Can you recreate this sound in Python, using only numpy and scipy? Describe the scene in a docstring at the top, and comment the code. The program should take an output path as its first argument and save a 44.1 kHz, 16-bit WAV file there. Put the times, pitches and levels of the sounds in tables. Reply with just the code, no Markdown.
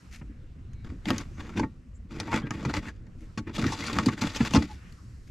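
"""Wind rumbles on the microphone and ripples hiss faintly along a riverbank; far off, thin birdlike whistles.
Close by on the left a sleeve brushes past and a hand grips a plastic bucket by its snap-on lid,
tilts it, drags it over gritty ground and sets it down. The lid clacks on the rim, the walls flex
with dull thumps, and the base scrapes in short strokes, squeaking now and then as the plastic rubs."""
import sys
import numpy as np
from scipy import signal
from scipy.io import wavfile
from scipy.ndimage import uniform_filter1d

SR = 44100
rng = np.random.default_rng(int(sys.argv[2]) if len(sys.argv) > 2 else 0)


def wav_out(sig):
    """Save sig, one row per channel (or a flat mono array), as 16-bit PCM at SR to the path in sys.argv[1]."""
    wavfile.write(sys.argv[1], SR, np.round(np.clip(np.atleast_2d(sig).T, -1, 1) * 32767).astype(np.int16))


N = 233906
RING_SAMPLES = SR // 3
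WALL_TOP_HZ, PANEL_TOP_HZ = 418, 2410   # where the walls' boom and the lid's clack end


def from_db(db):
    """Decibels to gain."""
    return 10 ** (np.asarray(db) / 20)


def decay(t, t60):
    """A gain that falls 60 dB in t60 seconds."""
    return from_db(-60 * t / t60)


def unit_rms(x):
    """Scale to rms 1."""
    return x / np.sqrt(np.mean(x ** 2) + 1e-20)


def unit_burst(x):
    """Scale so that the loudest 4 ms have rms 1."""
    return x / np.sqrt(uniform_filter1d(x ** 2, size=176).max() + 1e-20)


def at_hz(table, hz, column=1):
    """Read a column of a spectrum on a log-frequency axis."""
    table = np.array(table)
    return np.interp(np.log(hz), np.log(table[:, 0]), table[:, column])


def passband(x, hz, kind, order=2):
    """Causal Butterworth filter."""
    return signal.sosfilt(signal.butter(order, hz, kind, fs=SR, output="sos"), x)


def emphasise(x, hz, boost_db, q):
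    """Lift one resonance out of a sound."""
    return x + (from_db(boost_db) - 1) * signal.lfilter(*signal.iirpeak(hz, q, fs=SR), x)


def add(track, s, sound):
    """Mix a sound into a track from time s."""
    start = max(0, round(s * SR))
    track[start:start + len(sound)] += sound[:N - start]


def drift(per_s, count):
    """A wandering line through per_s normal random values a second."""
    knots = rng.standard_normal(4000)
    return np.interp(np.arange(count) * per_s / SR, np.arange(len(knots)), knots)


def noise_bands(count, channels, low_hz):
    """Half-octave bands of white noise, neighbours unrelated: (centre Hz, channels x count)."""
    edges = low_hz * 2 ** np.arange(0, np.log2(SR / 2.2 / low_hz), .5)
    white = rng.standard_normal((2, channels, count))
    return [(np.sqrt(lo * hi), passband(white[k % 2], [lo, hi], "band"))
            for k, (lo, hi) in enumerate(zip(edges, edges[1:]))]


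def glides(rows, waver_per_s):
    """Gliding tones with an unsteady pitch, each fading in and out."""
    out = np.zeros(N)
    for s, length, start_hz, end_hz, level_db, waver in rows:
        count = int(length * SR)
        hz = np.linspace(start_hz, end_hz, count) * (1 + waver * drift(waver_per_s, count))
        tone = np.sqrt(2) * np.sin(2 * np.pi * np.cumsum(hz) / SR)
        add(out, s, from_db(level_db) * np.hanning(count) * tone)
    return out


# how alike the open air is on the microphone's two sides: f/Hz, likeness/0-1
AIR_LIKENESS = [(25, 0.92), (60, 1), (300, 0.91), (1000, 0.18), (3000, 0.67), (8000, 0.7), (14000, .3)]
def open_air(spectrum, bands, patchy_db, patches_per_s):
    """Noise all around the microphone, each band swelling and sinking on its own; rms 1."""
    out = 0
    for hz, (mid, side) in bands:
        alike = at_hz(AIR_LIKENESS, hz)
        gain = from_db(at_hz(spectrum, hz) + patchy_db * drift(patches_per_s, N))
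        out = out + gain * (np.sqrt(1 + alike) * mid + np.sqrt(1 - alike) * side * [[1], [-1]])
    return unit_rms(out)


# wind right on the microphone: f/Hz, relative density/dB
WIND_SPECTRUM = [(15, 4.5), (30, -3), (55, 3.5), (90, 0.5), (140, -10.5), (200, -9.5), (290, -21.5),
                 (380, -24), (600, -46), (1200, -65)]
# swells of low rumble on the microphone, from wind and the handled bucket: t/s, relative level/dB
RUMBLE_SWELLS = [(0.0, -53.5), (1.2, -36.5), (1.95, -55.5), (2.39, -38.5), (4.04, -55), (5.3, -48)]
def low_rumble(bands, mean_db=-44, swell_share=0.33):
    """A lumpy rumble of wind and handling on the microphone; it follows a share of the swells' swing."""
    swell_db = np.interp(np.arange(N) / SR, *np.transpose(RUMBLE_SWELLS))
    low_bands = [b for b in bands if b[0] < WIND_SPECTRUM[-1][0]]
    rumble = open_air(WIND_SPECTRUM, low_bands, patchy_db=4.5, patches_per_s=32)
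    return from_db(mean_db + swell_share * (swell_db - swell_db.mean())) * rumble


# water at the shoreline, some way off: f/Hz, relative density/dB
RIPPLE_SPECTRUM = [(300, -6), (700, -9), (1300, 2.5), (2300, -2.5), (3500, -10.5), (5000, -6), (7000, -9.5),
                   (10000, -19.5), (12000, -28), (16000, -45)]
# swells of the background water hiss: peak t/s, half width/s, wash swell/dB, fizz swell/dB
HISS_SWELLS = [(.03, 0.19, 7.5, 11), (.55, 0.36, 4, 0.5), (1.25, 0.33, 8, 9.5), (3.3, .15, 4.5, 6.5),
               (4.78, 0.22, 10, 3.5), (5.05, 0.41, 1, 10)]
def ripples(bands, base_wash_db=-70.5, base_fizz_db=-79, fizz_from_hz=4000):
    """Water hisses, a wash with a fizz on top: louder at first, then sinking, and up again at the end."""
    t = np.arange(N) / SR
    wash_db, fizz_db = sum(np.outer(swells_db, np.exp(-((t - s) / width) ** 2))
                           for s, width, *swells_db in HISS_SWELLS)
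    wash_bands = [b for b in bands if RIPPLE_SPECTRUM[0][0] < b[0] < fizz_from_hz]
    fizz_bands = [b for b in bands if b[0] >= fizz_from_hz]
    wash = open_air(RIPPLE_SPECTRUM, wash_bands, patchy_db=3, patches_per_s=17)
    fizz = open_air(RIPPLE_SPECTRUM, fizz_bands, patchy_db=0.5, patches_per_s=12)
    return from_db(base_wash_db + wash_db) * wash + from_db(base_fizz_db + fizz_db) * fizz


# rubbing cloth: f/Hz, relative density/dB
CLOTH_SPECTRUM = [(700, -9), (1200, -14), (1900, 5.5), (3000, -6.5), (5000, -6), (7000, -7), (9500, -20),
                  (12000, -20), (15000, -28)]
# the arm passes near the microphone: t/s, length/s, level/dB
SLEEVE_SWISHES = [(0.101, 0.084, -47.5), (0.153, 0.068, -62), (3.16, 0.13, -65.5), (4.67, 0.12, -58),
                  (5.248, 0.071, -65)]
def sleeve(snag_db=3.5, snags_per_s=396):
    """Short swells of fibre noise, roughened by the snagging weave."""
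    out = np.zeros(N)
    for s, length, level_db in SLEEVE_SWISHES:
        count = int(length * SR)
        bands = noise_bands(count, channels=1, low_hz=640)
        fibres = sum(from_db(at_hz(CLOTH_SPECTRUM, hz)) * noise[0] for hz, noise in bands)
        snags = from_db(snag_db * drift(snags_per_s, count))
        add(out, s, from_db(level_db) * np.hanning(count) * unit_rms(fibres * snags))
    return out


# clear modes of the lidded bucket: f/Hz, relative level/dB, t60/s
BUCKET_MODES = [(69.7, -4, 0.2), (103.7, -0.5, 0.18), (131, -8.5, 0.3), (188, -6, 0.29), (223, 2.5, 0.19),
                (258.3, -3.5, 0.19), (294.1, 4, 0.14), (320.4, 0.5, 0.13), (367, -13, 0.175),
                (435, -9, 0.054), (462, -2.5, 0.068), (589, 2, 0.032), (672, -18, 0.2), (876, 0.5, 0.15),
                (877, 0.5, 0.073), (980, -0.5, 0.027), (1076, -7.5, 0.051), (1120, -6, 0.22),
                (1256, -0.5, 0.091), (1375, -4, 0.13), (1607, -37, 0.052), (1849, -6.5, 0.22),
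                (2000, -8, 0.14), (2454, -3.5, 0.06)]
# crowded, quickly damped modes of the plastic: f/Hz, relative density/dB, t60/s
PLASTIC_CLATTER = [(99, 13, 0.088), (290, 4.5, 0.045), (455, -6.5, 0.14), (750, 2.5, 0.039),
                   (1220, 1.5, 0.054), (2400, 0, 0.05), (3750, -3, 0.032), (6200, -9.5, 0.053),
                   (8060, -17.5, 0.071), (10400, -46, 0.0315), (11900, -16, 0.0056), (15000, -29, .02)]
def bucket_rings(count, modes_db, vary_db, detune=0.0018, edge_own_share=0.79):
    """The bucket tapped at count spots: clear modes, detuned by the grip, over a short dense clatter."""
    t = np.arange(RING_SAMPLES) / SR
    hz, level_db, t60 = np.transpose(BUCKET_MODES)
    modes = np.sin(2 * np.pi * hz[:, None] * t) * decay(t, t60[:, None])
    strengths = from_db(modes_db + level_db + vary_db * rng.standard_normal((count, len(hz))))
    strengths *= rng.choice([-1, 1], strengths.shape)
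    grips = 1 + detune * rng.standard_normal(count)
    rings = np.array([np.interp(t * grip, t, ring) for grip, ring in zip(grips, strengths @ modes)])
    short = RING_SAMPLES // 4
    for centre, noise in noise_bands(short, count + 1, low_hz=80):
        # the small stiff edges ring partly alike wherever the bucket is touched
        own = edge_own_share if centre > PANEL_TOP_HZ else 1
        clatter = np.sqrt(own) * noise[1:] + np.sqrt(1 - own) * noise[0]
        fade = decay(t[:short], at_hz(PLASTIC_CLATTER, centre, column=2))
        rings[:, :short] += from_db(at_hz(PLASTIC_CLATTER, centre)) * clatter * fade
    return rings


def registers(x):
    """Split into the boom of the walls, the clack of the lid panel and the snap of the edges."""
    return (passband(x, WALL_TOP_HZ, "low", order=4),
            passband(x, [0.62 * WALL_TOP_HZ, PANEL_TOP_HZ], "band", order=3),
            passband(x, PANEL_TOP_HZ, "high", order=3))


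# lid, rim and base knock, close up: t/s, clack level/dB, snap level/dB, chatter/ms, struck spot f/Hz
CONTACTS = [(0.213, -51, -76, 9.7, 700), (0.733, -62, -58, 2.5, 5990), (1.055, -35, -36, 2.8, 2700),
            (1.104, -21.5, -25, 1.4, 3140), (1.181, -61, -31.5, 2.2, 6400), (1.571, -35.5, -40.5, 20, 2360),
            (1.595, -24.5, -35.5, 3.3, 990), (1.63, -32, -60, 8.8, 890), (2.2, -32, -30, 3.1, 5130),
            (2.278, -36, -60, 6.3, 800), (2.328, -22, -39.5, 9, 875), (2.341, -24.5, -32, 2.1, 1800),
            (2.507, -31, -34.5, 2.2, 6340), (2.627, -39.5, -51, 5.1, 1780), (2.65, -27, -38.5, 8.1, 900),
            (2.696, -33, -44, 6.4, 1500), (2.738, -27.5, -33.5, 4.4, 2570), (2.766, -30, -35.5, 8.2, 2500),
            (3.067, -59, -64.5, 2.8, 1890), (3.375, -34.5, -38.5, 16.8, 1430),
            (3.581, -32, -38.5, 8.4, 750), (3.641, -26.5, -38, 2.1, 1590), (3.721, -29.5, -36, 21, 925),
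            (3.864, -48, -35.5, 14, 4620), (3.897, -30.5, -40, 8.4, 1250), (3.929, -33, -34.5, 6.4, 3580),
            (3.986, -18, -26, 0.68, 1120), (4.06, -33, -28.5, 4.8, 4640), (4.085, -25, -35.5, 6.6, 2060),
            (4.215, -32.5, -30.5, 8, 5400), (4.362, -35, -32, 12, 3240), (4.405, -26, -38, 13, 755),
            (4.508, -37.5, -40, 3.3, 2500), (4.536, -25.5, -26, 5.4, 6530), (4.548, -20, -25.5, 3, 900),
            (4.555, -18, -27.5, 16.2, 880), (4.623, -34.5, -38, 5.5, 2030), (4.924, -77, -54.5, 2.4, 8000)]
def knocks(rebound=0.24, boom_db=-11.5, direct=2.66, direct_s=0.00073, hand_t60=0.32, soft_hz=10800):
    """Each hard contact is a tap and a brief chatter, coloured by the struck spot; the walls boom along."""
    out, t, ms = np.zeros(N), np.arange(RING_SAMPLES) / SR, np.arange(1500) * 1000 / SR
    draws = rng.standard_normal((len(CONTACTS), len(ms)))
    # the first wave is stronger than what comes back around the wall, and the hand damps the rest
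    fade = (1 + direct * np.exp(-t / direct_s)) * decay(t, hand_t60)
    rings = bucket_rings(len(CONTACTS), modes_db=-20.5, vary_db=3) * fade
    for (s, clack_db, snap_db, chatter_ms, spot_hz), draw, ring in zip(CONTACTS, draws, rings):
        force = rebound * draw * (abs(draw) > 2) * np.exp(-(ms / chatter_ms) ** 2)
        force[0] = 1   # the tap itself
        struck = emphasise(signal.fftconvolve(force, ring), spot_hz, boost_db=7, q=5.8)
        boom, clack, snap = registers(struck)
        # a contact that is mostly clack is soft and loses its top, an octave per 25 dB
        top_hz = np.clip(soft_hz * 2 ** ((snap_db - clack_db) / 25), PANEL_TOP_HZ, SR / 2.5)
        snap = passband(snap, top_hz, "low")
        body = from_db(boom_db) * unit_burst(boom) + unit_burst(clack)
        add(out, s, from_db(clack_db) * body + from_db(snap_db) * unit_burst(snap))
    return out


# the walls give under a push or a landing, close up: t/s, relative level/dB, f/Hz
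WALL_FLEXES = [(0.214, -31.5, 152), (0.296, -37, 290), (0.919, -28.5, 258), (1.065, -22, 205),
               (1.103, -13.5, 259), (1.129, -23, 238), (1.603, -18, 290), (1.634, -20, 285),
               (2.117, -32, 226), (2.342, -17.5, 213), (2.437, -20, 141), (2.655, -18, 139),
               (2.671, -23, 133), (2.505, -25, 106), (2.774, -19, 84), (3.374, -23.5, 215),
               (3.389, -25, 114), (3.586, -18, 177), (3.629, -16.5, 114), (3.644, -16, 269),
               (3.659, -17, 264), (3.963, -23.5, 235), (3.99, -18.5, 243), (4.066, -8, 252),
               (4.221, -19, 237), (4.243, -16, 217), (4.404, -10, 228), (4.424, -17, 114), (4.542, -9, 190),
               (4.561, -6.5, 265), (4.577, -12.5, 87)]
def thumps(flex_t60=0.057, rise_s=0.0025, boom_gain=0.63, spread_s=0.0081, trim_db=-3):
    """A wall buckles, swings a few times under the damping hand and slowly wakes the low modes."""
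    out, t = np.zeros(N), np.arange(RING_SAMPLES) / SR
    booms, _, _ = registers(bucket_rings(len(WALL_FLEXES), modes_db=-24.5, vary_db=1.5))
    for (s, level_db, hz), boom in zip(WALL_FLEXES, booms):
        flex = np.sin(2 * np.pi * hz * t) * decay(t, flex_t60) * (1 - np.exp(-(t / rise_s) ** 2))
        boom = boom * (1 - np.exp(-t / spread_s))
        thump = flex / abs(flex).max() + boom_gain * boom / abs(boom).max()
        add(out, s, from_db(level_db + trim_db) * thump)
    return passband(out, hz=51.7, kind="high")   # so small a wall radiates no deep bass


# far off, centred: t/s, length/s, start f/Hz, end f/Hz, level/dB, waver/share of pitch
FAR_WHISTLES = [(0.62, 0.3, 4140, 4080, -78, .006), (0.68, .3, 3800, 3800, -79, 0.0052),
                (0.682, 0.22, 2250, 2250, -73, .005), (1.24, 0.36, 6000, 6880, -68, 0.062),
                (1.934, 0.056, 7000, 7560, -66.5, .07)]
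def whistles():
    """Thin, wavering whistles, like distant birds."""
    return glides(FAR_WHISTLES, waver_per_s=850)


# the base slides on the ground near the microphone, levels before the balance set in scrapes():
# t/s, length/s, mid-stroke rasp level/dB, swell start to end/dB, grit offset/dB, rumble offset/dB
DRAG_STROKES = [(0.847, 0.1, -59, -2, -7, 11.5), (1.068, .15, -43.5, -4.5, -6, 9),
                (1.381, 0.24, -50.5, -1.5, -9.5, 8), (1.564, 0.07, -47, -5, -8.5, 17),
                (2.113, 0.27, -47.5, 0, -8.5, 11), (2.314, 0.071, -35.5, 2, -9.5, 4),
                (2.405, 0.13, -51.5, -14, -18, 6.5), (2.512, .2, -47, 6, -8, 13),
                (2.748, 0.056, -42.5, -16.5, -4.5, 5), (2.829, 0.054, -43.5, 1.5, -7, 6.5),
                (3.227, 0.022, -64, -7, -21, 19), (3.478, 0.022, -44, -4, -18.5, 10.5),
                (3.553, 0.024, -43.5, -9, 1.5, 0), (3.572, 0.139, -40.5, 9.5, -3.5, 7),
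                (3.722, 0.19, -39.5, 7, -3, 3.5), (3.917, 0.22, -41, -1.5, -5, 10.5),
                (4.178, 0.1, -39, 3, -4.5, 4.5), (4.291, 0.19, -40, 4.5, -2, 2),
                (4.513, 0.14, -44.5, -3.5, -2, 12.5), (4.646, 0.14, -59.5, -14, 1, 6.5)]
def stroke_pressure(attack_s=0.0085, release_s=0.017, linger_db=-16.5, linger_s=0.069,
                    snags_per_s=16, snag_db=3, snag_s=0.0086):
    """Each stroke takes hold, swells or sags and eases to a light rub: gains of rumble, rasp and grit."""
    t, pressure = np.arange(N) / SR, np.zeros((3, N))
    for s, length, level_db, swell_db, grit_db, rumble_db in DRAG_STROKES:
        before, after = np.maximum(s - t, 0), np.maximum(t - s - length, 0)
        grip = np.exp(-before / attack_s - after / release_s)
        linger = from_db(linger_db) * np.exp(-before / attack_s - after / linger_s)
        hold = from_db(level_db + swell_db * (np.clip((t - s) / length, 0, 1) - .5))
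        stroke = np.maximum(grip, linger) * hold
        pressure = np.maximum(pressure, stroke * from_db([[rumble_db], [0], [grit_db]]))
    # the base snags on a pebble and the load surges
    snags = rng.random(N) < snags_per_s / SR
    surges = signal.lfilter([1], [1, -np.exp(-1 / (snag_s * SR))], snags + 1e-18)
    return pressure * from_db(snag_db * np.minimum(surges, 1))


def scrapes(slips_per_s=2200, spread_db=4.5, judder_db=2, judder_per_s=110, wander_db=6, wander_per_s=40):
    """Plastic catches and slips on grains, juddering as the load wanders among spots of different pitch."""
    rings = bucket_rings(count=10, modes_db=-23.5, vary_db=3)
    sizes_db = spread_db * np.minimum(rng.exponential(1, N), 4.3) + judder_db * drift(judder_per_s, N)
    slips = from_db(sizes_db) * rng.choice([-1, 1], N) * (rng.random(N) < slips_per_s / SR)
    spot = rng.integers(0, len(rings), N)
    loads = from_db([wander_db * drift(wander_per_s, N) for _ in rings])
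    loads /= np.sqrt(np.sum(loads ** 2, axis=0))
    sliding = np.zeros(N)
    for k, spot_hz in enumerate(np.geomspace(850, 7000, len(rings))):
        ring = emphasise(rings[k], spot_hz, boost_db=5.5, q=2.7)
        sliding += signal.oaconvolve(slips * loads[k] * (spot == k), ring)[:N]
    rumble, rasp, grit = stroke_pressure() * [unit_rms(voice) for voice in registers(sliding)]
    return from_db(-2) * rumble + from_db(-1) * rasp + grit


# at the bucket, close up: t/s, length/s, start f/Hz, end f/Hz, level/dB, waver/share of pitch
RUB_SQUEAKS = [(2.263, 0.097, 958, 870, -40, 0.028), (2.406, .105, 1660, 1574, -50.5, 0.044),
               (2.412, 0.048, 3220, 3230, -57, .03), (2.85, 0.074, 1764, 1590, -47, 0.095),
               (3.659, 0.016, 1810, 1980, -36.5, 0.035), (3.667, 0.0326, 1970, 1540, -37, 0.084),
               (3.813, 0.038, 1905, 2400, -38.5, 0.056), (4.685, 0.056, 846, 855, -45, 0.025)]
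def squeaks():
    """The plastic squeaks in short, unsteady glides as it rubs."""
    return glides(RUB_SQUEAKS, waver_per_s=630)


def from_the_left(x, shade=.24, shade_hz=2770, ground_db=-16, ground_s=.0021, ground_hz=566,
                  scatter_db=-13, scatter_hz=7000, scatter_t60=0.13):
    """The camera body shades the treble on the right; the ground reflects, chair and rocks scatter."""
    t = np.arange(RING_SAMPLES // 2) / SR
    treble = x - signal.sosfiltfilt(signal.butter(1, shade_hz, fs=SR, output="sos"), x)
    delayed = np.interp(np.arange(N) - ground_s * SR, np.arange(N), x)
    ground = passband(delayed, ground_hz, "high", order=3)
    echoes = rng.standard_normal(len(t)) * decay(t, scatter_t60)
    echoes = passband(echoes / np.sqrt(np.sum(echoes ** 2)), scatter_hz, "high", order=1)
    scatter = signal.oaconvolve(x, echoes)[:N]
    side = shade * treble + from_db(ground_db) * ground + from_db(scatter_db) * scatter
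    return x + side * [[1], [-1]]


def scene():
    """A stereo microphone on the bank: the bucket close on the left, wind and river all around."""
    bucket = knocks() + thumps() + scrapes() + squeaks()
    near = from_the_left(bucket + sleeve())
    far = whistles()
    air_bands = noise_bands(N, channels=2, low_hz=16)
    return near + far + low_rumble(air_bands) + ripples(air_bands)


def record(dry, ceiling=0.95, port_hz=11850, treble_hz=12640, cutoff_hz=16600):
    """The loudest thumps are rounded; the microphone port rings, and above it the top fades, then is cut."""
    rounded = ceiling * np.tanh(dry / ceiling)
    ported = emphasise(rounded, port_hz, boost_db=7.5, q=44)
    dulled = passband(ported, treble_hz, "low", order=5)
    return signal.sosfilt(signal.cheby2(14, 70, cutoff_hz, fs=SR, output="sos"), dulled)


dry = scene()
out = record(dry)
wav_out(out)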